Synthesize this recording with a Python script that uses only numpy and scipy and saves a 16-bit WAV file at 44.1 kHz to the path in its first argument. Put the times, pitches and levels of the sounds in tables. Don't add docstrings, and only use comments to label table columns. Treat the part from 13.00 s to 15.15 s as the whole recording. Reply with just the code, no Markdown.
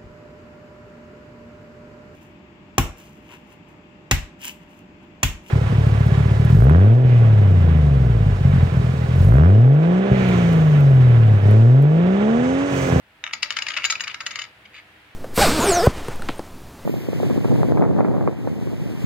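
import sys
import numpy as np
from scipy import signal
from scipy.fft import rfft, irfft
from scipy.io import wavfile
from scipy.ndimage import uniform_filter1d

SR = 44100
rng = np.random.default_rng(int(sys.argv[2]) if len(sys.argv) > 2 else 0)


def put_to_file(sound):
    columns = np.atleast_2d(sound).T
    safe = np.clip(columns, -1, 1)
    whole_steps = np.round(safe * 32767)
    wavfile.write(sys.argv[1], SR, whole_steps.astype(np.int16))


N = 94815


def amp(db):
    return 10 ** (np.asarray(db) / 20)


def unit_rms(x):
    return x / np.sqrt(np.mean(x ** 2) + 1e-20)


def curve(points, hz):
    f, value = np.transpose(points)
    return np.interp(np.log(hz + 1), np.log(f + 1), value)


def add(mix, start_s, sound):
    part = mix[:, max(round(start_s * SR), 0):][:, :sound.shape[1]]
    part += sound[:, :part.shape[1]]


def min_phase(db):
    log_gain = np.log(amp(np.maximum(db, -100)))
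    mirrored = np.concatenate([log_gain, log_gain[..., -2:0:-1]], -1)
    return np.exp(np.conj(signal.hilbert(mirrored)))[..., :log_gain.shape[-1]]


def stereo_pair(left, other, correlation):
    same = correlation[:, None]
    return np.array([left, same * left + np.sqrt(1 - same ** 2) * other])


def echoes(t60_s, delay_s, size=8192):
    t = np.arange(size) / SR
    tail = rng.standard_normal((2, size)) * amp(-60 * t / t60_s) * (t >= delay_s)
    return tail / np.linalg.norm(tail, axis=1, keepdims=True)


# frequency in Hz, relative density in dB.
VENT_SPECTRUM = [(15, -59), (25, -39), (64, -4.5), (84, -5), (108, -1), (175, -11), (217, -6), (263, -20.5),
                 (309, -4), (354, -22), (384, -8.5), (463, -21.5), (503, -5), (545, -22.5), (591, -11),
                 (911, -13), (988, -11.5), (1070, -14.5), (1650, -8.5), (2690, -11.5), (3340, -16),
                 (6050, -31.5), (16000, -34.5)]
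# frequency in Hz, left-right correlation.
VENT_CORRELATION = [(50, 1), (150, 0.95), (350, 0.89), (800, 0.52), (2000, 0.04), (15000, 0.076)]
# time in seconds, mid-band lift in dB.
VENT_MID_LIFT = [(0, -1), (.22, 3), (.8, 10.5), (1.5, 5.5), (2.15, 6)]


def ventilation(rms_db=-50.5, mid_hz=1900, mid_octaves=2.77, hop=1024):
    frames, hz = N // hop + 5, np.fft.rfftfreq(4 * hop, 1 / SR)
    a, b, c, d = rng.standard_normal((frames, len(hz), 4)).T
    noise = stereo_pair(a + 1j * b, c + 1j * d, curve(VENT_CORRELATION, hz))
    mids = np.exp(-.5 * (np.log2((hz + 1) / mid_hz) / mid_octaves) ** 2)
    lift_db = np.interp(np.arange(frames) * hop / SR, *np.transpose(VENT_MID_LIFT))
    noise *= amp(curve(VENT_SPECTRUM, hz)[:, None] + mids[:, None] * lift_db)
    sound = signal.istft(noise, nperseg=4 * hop, noverlap=3 * hop)[1]
    return amp(rms_db) * unit_rms(sound[:, :N])


GRAZE_S = 0.0065


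def chatter(length_s, size, graze_count=9, gap_s=0.0009, landing_db=-6):
    clicks = np.zeros(size)
    grazes, contacts = rng.random((graze_count, 3)), rng.random((30, 3))
    clicks[round(GRAZE_S * SR)] = 1
    if length_s > 1.5 * gap_s:
        clicks *= amp(landing_db)
        for k, (jitter, force, side) in enumerate(grazes):
            progress = (k + jitter) / graze_count
            strength = amp(-27.25 + 5.5 * progress) * (.5 + force)
            clicks[round(progress * GRAZE_S * SR)] += strength * np.sign(side - .5)
        for k, (jitter, force, side) in enumerate(contacts[:int(length_s / gap_s)]):
            after_s = (k + .5 + jitter) * gap_s
            strength = amp(5 * (force - .75) - 3 * after_s / length_s)
            clicks[round((GRAZE_S + after_s) * SR)] += strength * np.sign(side - .5)
    return clicks


def board_scatter(t60_s=0.015, correlation=0.63, left_lag_samples=2):
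    common = echoes(t60_s, 0.0003, size=1024)[0]
    separate = echoes(t60_s, 0.00027, size=1024)
    path = np.sqrt(correlation) * common + np.sqrt(1 - correlation) * separate
    path[:, 0] += 1
    return np.array([np.roll(path[0], left_lag_samples), path[1]])


def flatten(drive, share=0.7, bins=35):
    power = uniform_filter1d(np.mean(abs(drive) ** 2, 0), bins)
    return drive * min_phase(-share * 10 * np.log10(abs(power) + 1e-9))


# frequency in Hz, relative density in dB.
CLACK_SPECTRUM = [(180, -49.5), (300, -32), (460, -46.5), (593, -15.5), (667, -25), (885, -13.5),
                  (1080, -12.5), (1200, -7.5), (1330, -3.5), (1510, -8.5), (2020, 1), (2340, 1.5),
                  (2520, -2), (2880, 0), (3290, -11), (3520, -4.5), (3950, -5.5), (4300, -11.5),
                  (4700, -7.5), (6200, -17.5), (6830, -13.5), (7320, -22), (8090, -33.5), (8940, -24.5),
                  (10000, -43), (13300, -47.5), (14700, -33.5), (16000, -52)]
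# frequency in Hz, left minus right in dB.
CLACK_BALANCE = [(400, -4), (1320, 2), (2060, 0.5), (2560, 1), (3200, 11.5), (3990, 3.5), (4970, 12.5),
                 (6200, 10), (7730, -5), (9640, -13.5), (12000, -19.5), (15000, -4)]


def clack_db(hz):
    return curve(CLACK_SPECTRUM, hz) + np.array([[.5], [-.5]]) * curve(CLACK_BALANCE, hz)


def damped_modes(modes, t):
    return np.array([amp(db - 60 * t / t60_s) * np.exp(2j * np.pi * hz * t)
                     for hz, db, t60_s, *_ in modes])


# frequency in Hz, relative level in dB, T60 in seconds, left minus right in dB.
CHIP_MODES = [(3950, -13, 0.11, 6), (3980, -7, 0.095, -3), (4680, -10, 0.05, 15), (4980, -11.5, 0.06, 17),
              (6660, -3.5, 0.057, 8), (6755, 4.5, 0.059, 0.5), (8850, -13, 0.04, -9),
              (14150, -27, .03, -11), (15160, -15, 0.036, -4)]


def chip_ring(t, gain_db=7.5):
    sides = amp(np.outer([.5, -.5], [mode[3] for mode in CHIP_MODES]))
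    phases = np.exp(2j * np.pi * rng.random(sides.shape))
    return amp(gain_db) * (sides * phases @ damped_modes(CHIP_MODES, t)).real


# frequency in Hz, relative level in dB, T60 in seconds.
BOARD_MODES = [(602, -17, 0.057), (894, -15.5, 0.2), (1204, -11, 0.038), (1355, 6, 0.024), (1606, -5, 0.11),
               (2218, 2, 0.074), (2346, -0.5, 0.13), (2693, -5, 0.06), (2926, 6, 0.04)]


def board_ring(t, gain_db=-15, spread_cycles=0.29):
    count = len(BOARD_MODES)
    cycles = rng.random(count) + spread_cycles * rng.random((2, count))
    return amp(gain_db) * (np.exp(2j * np.pi * cycles) @ damped_modes(BOARD_MODES, t)).real


# frequency in Hz, gain in dB.
PINCH_EQ = [(3000, -2), (3750, -1), (4250, -17), (4700, -18), (5400, -6), (6500, -0.5), (6900, -14),
            (8000, -9)]
# landing in seconds, clack level in dB, thud and bright edge in dB re clack, chatter in seconds,
# chip ring drive in dB re clack, note the contact point favours in Hz, half that note's lift in dB.
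KNOCKS = [(0.2397, -24.5, -5, -5, 0.00086, -34, 3820, 2.5), (0.2657, -28.5, -5, -12, 0.001, -43, 2700, 1.5),
          (0.276, -33, -9, -8, 0.001, -39, 2700, 1), (0.295, -42, 0, -14, 0.001, -43, 2860, 3),
          (0.3103, -40.5, 3, -17, 0.001, -34, 2970, 6), (0.334, -22, -7.5, -2.5, 0.0029, -17.5, 2470, 1),
          (0.4294, -18.5, -8, 0.5, 0.0031, -37, 2720, 3.5), (0.435, -40, 1, 12, 0.001, -16, 5040, 21),
          (0.448, -46, 4, 10, 0.001, -22, 4950, -1), (0.46, -40.5, 0, -6, 0.001, -21, 2880, 0),
          (0.506, -22, -5.5, -1.5, 0.001, -26, 3000, 6.5), (0.5247, -36.5, -22, 3, 0.001, -20, 2880, -3),
          (0.54, -37, -16, -17, 0.0014, -39, 2880, 2), (0.567, -22.5, -1.5, -2, 0.0037, -27, 3110, 4.5),
          (0.588, -23, -6.5, -3.5, 0.0016, -35, 2120, 3), (0.622, -22.5, -9, -3.5, 0.0026, -20, 2730, 5),
          (0.6668, -24, -8, -8, 0.0024, -29, 2713, 3), (0.685, -24.5, -8, -2, 0.0036, -18.5, 2010, 7.5),
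          (0.7027, -26, -4.5, -6, 0.0059, -24, 3220, 7), (0.719, -33, -7, -6, 0.0011, -27, 2960, 4),
          (0.737, -27.5, -10, -7, 0.0067, -28, 2906, 5), (0.754, -35.5, -5, -11, 0.0013, -24, 2980, 7),
          (0.7663, -23.5, -5.5, -12, 0.0015, -37, 2760, 2), (0.7699, -20, -6.5, -5.5, 0.0071, -35, 2730, 7),
          (0.7777, -32, -16, -30, 0.001, -44, 2370, 3), (0.785, -28, -2.5, -23, 0.001, -29, 2300, -1),
          (0.8421, -17.5, -9.5, -10.5, 0.00039, -18.5, 2900, 5.5),
          (0.8497, -20, -1.5, -5, 0.001, -11.5, 2690, 11), (0.853, -22, -8, 3.5, 0.0065, -10, 6920, 9),
          (0.8855, -35.5, -19, -17, 0.0014, -36, 2368, 10), (0.9, -26.5, 1, -1, 0.001, -27, 2450, 6),
          (0.9022, -20.5, -19, 0.5, 0.006, -5, 2360, 1.5), (0.923, -27.5, 1, 4, 0.0042, -18, 1370, 5.5),
          (0.9535, -23.5, -17, -10, 0.0038, -32, 2470, 8.5),
          (0.9974, -33.5, -1.5, -6, 0.001, -20, 2860, 13),
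          (1.0054, -23.5, -3, -5, 0.0037, -11.5, 2900, 4.5),
          (1.0372, -28.5, -3.5, -2, 0.0081, -25, 2400, 5), (1.0702, -32, -0.5, -22, 0.0048, -21, 2920, 3),
          (1.0783, -28, -2, -1.5, 0.0028, -35, 2720, 5.5), (1.099, -32.5, -12, -26, 0.001, -39, 2350, 4),
          (1.1125, -38.5, -14, -7, 0.0057, -30, 2950, 0), (1.1437, -29, -2, -3, 0.0038, -33, 2180, 1),
          (1.2046, -29, -0.5, -3.5, 0.0075, -15, 1313, 0.5), (1.264, -24, -3, -1, 0.0038, -14, 2910, 6.5),
          (1.308, -32, -0.5, -0.5, 0.0089, -12, 2890, 4), (1.357, -27, -4.5, -3.5, 0.0023, -20, 2200, 1),
          (1.389, -26, -4.5, -4, 0.0066, -14, 3000, 5), (1.4165, -29, -9, -3, 0.0047, -15.5, 2930, 5),
          (1.4405, -37, -4, -2.5, 0.0024, -36, 2880, -3), (1.452, -42, -7, -12, 0.001, -43, 2900, -2),
          (1.7525, -45, -25, -32, 0.0017, -53.5, 2920, 7), (1.781, -52, -10, -13, 0.0063, -40, 4620, 9.5)]


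def knocks(size=4096, let_go_s=0.32, note_width_hz=266, level_window_s=0.005, swell_s=0.00077):
    out, hz, t = np.zeros((2, N)), np.fft.rfftfreq(size, 1 / SR), np.arange(size) / SR
    above_foot, above_thud, above_edge, above_snap = (
        1 / (1 + (corner_hz / (hz + 1)) ** 12) for corner_hz in (1060, 1816, 3740, 8300))
    thud = above_foot * (1 - above_thud)
    bands = np.array([thud, (1 - thud) * (1 - above_edge), above_edge])
    for start_s, db, thud_db, edge_db, length_s, ring_db, note_hz, half_lift_db in KNOCKS:
        snap_db = above_snap * 0.14 * (db + edge_db + 27)
        pinch_db = (start_s < let_go_s) * curve(PINCH_EQ, hz)
        peak = 1 / (1 + (2 * (hz - note_hz) / note_width_hz) ** 2)
        note_db = 20 * np.log10(1 + (amp(half_lift_db) ** 2 - 1) * peak)
        colour_db = clack_db(hz) + snap_db + pinch_db + note_db
        drive = flatten(rfft(chatter(length_s, size)) * rfft(board_scatter(), size))
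        band_energy = bands @ np.mean(abs(drive * amp(colour_db)) ** 2, 0) * 2 / size
        target_energy = amp([db + thud_db, db, db + edge_db]) ** 2 * level_window_s * SR
        gain_db = 10 * np.log10((target_energy / band_energy) @ bands)
        add(out, start_s - GRAZE_S, irfft(drive * min_phase(colour_db + gain_db)))
        swell = np.minimum(t / (length_s + swell_s), 1)
        add(out, start_s, swell * amp(db) * (amp(ring_db) * chip_ring(t) + board_ring(t)))
    return out


# frequency in Hz, left-right correlation.
ROOM_CORRELATION = [(150, 0.49), (400, 0.94), (900, 0.42), (2500, 0.1), (6000, 0.13)]
# frequency in Hz, T60 in seconds.
ROOM_T60 = [(300, 0.31), (1300, 0.19), (3000, 0.37), (6000, 0.18), (15000, 0.17)]
# frequency in Hz, tail gain in dB.
ROOM_EQ = [(300, 14.5), (1500, 5.5), (3000, -5), (5000, 1), (6500, -1.5), (8000, -7.5), (15000, 2)]


def room(dry, size=14000, tail_db=-8.5, early_db=-14, early_t60_s=0.041, first_echo_s=0.0038):
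    hz, t, noise = signal.stft(rng.standard_normal((2, size)), SR, nperseg=256)
    noise = stereo_pair(*noise, curve(ROOM_CORRELATION, hz))
    decay = amp(-60 * t / curve(ROOM_T60, hz)[:, None])
    decay *= amp(curve(ROOM_EQ, hz))[:, None] / np.sqrt(np.mean(decay ** 2, 1, keepdims=True) * size)
    tail = amp(tail_db) * signal.istft(noise * decay, SR, nperseg=256)[1]
    tail *= np.clip(np.arange(tail.shape[1]) / SR / first_echo_s - 1, 0, 1)
    add(tail, 0, amp(early_db) * echoes(early_t60_s, first_echo_s))
    return signal.fftconvolve(dry, tail, axes=1)[:, :N]


def smooth_room(dry, tails=4, cycle_s=0.27):
    cycles = np.arange(N) / SR / cycle_s
    feeds = np.array([np.maximum(np.cos(2 * np.pi * (cycles - k / tails)), 0) for k in range(tails)])
    feeds /= np.linalg.norm(feeds, axis=0)
    return sum(room(dry * feed) for feed in feeds)


# frequency in Hz, gain on the clack spectrum in dB.
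SLIDE_EQ = [(600, -3.5), (1400, -5), (2200, 1), (2900, 1), (3500, -1.5), (4300, -7), (4700, -3.5),
            (5300, -16), (6000, -4.5), (9000, -5), (15000, -27)]
# start in seconds, length in seconds, level in dB.
SLIDES = [(0.494, 0.012, -40), (0.782, 0.068, -36), (0.834, 0.003, -27), (1.084, 0.037, -38.5),
          (1.275, 0.161, -43), (1.651, 0.01, -44), (1.726, 0.075, -44)]


def slides(size=16384, slip_spread_db=3, slips_per_s=2500, rise_share=0.39, stop_s=0.0086):
    out, hz, t = np.zeros((2, N)), np.fft.rfftfreq(size, 1 / SR), np.arange(size) / SR
    colour = min_phase(clack_db(hz) + curve(SLIDE_EQ, hz))
    for start_s, length_s, db in SLIDES:
        slips = rng.standard_normal(size) * amp(slip_spread_db * rng.exponential(1, size).clip(0, 3))
        slips *= rng.random(size) < slips_per_s / SR
        slips *= np.clip(t / (rise_share * length_s), 0, 1) * np.clip((length_s - t) / stop_s + .5, 0, 1)
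        scuff = irfft(rfft(slips) * colour * rfft(board_scatter(), size))
        add(out, start_s, amp(db) * unit_rms(scuff) * np.sqrt(length_s * SR / size))
    return out


def scene():
    chips = knocks() + slides()
    return chips + smooth_room(chips) + ventilation()


def record(dry, cutoff_hz=15900):
    lowpass = signal.firwin(511, cutoff_hz, window=("kaiser", 9), fs=SR)
    return signal.oaconvolve(dry, lowpass[None], "same")


dry = scene()
out = record(dry)
put_to_file(out)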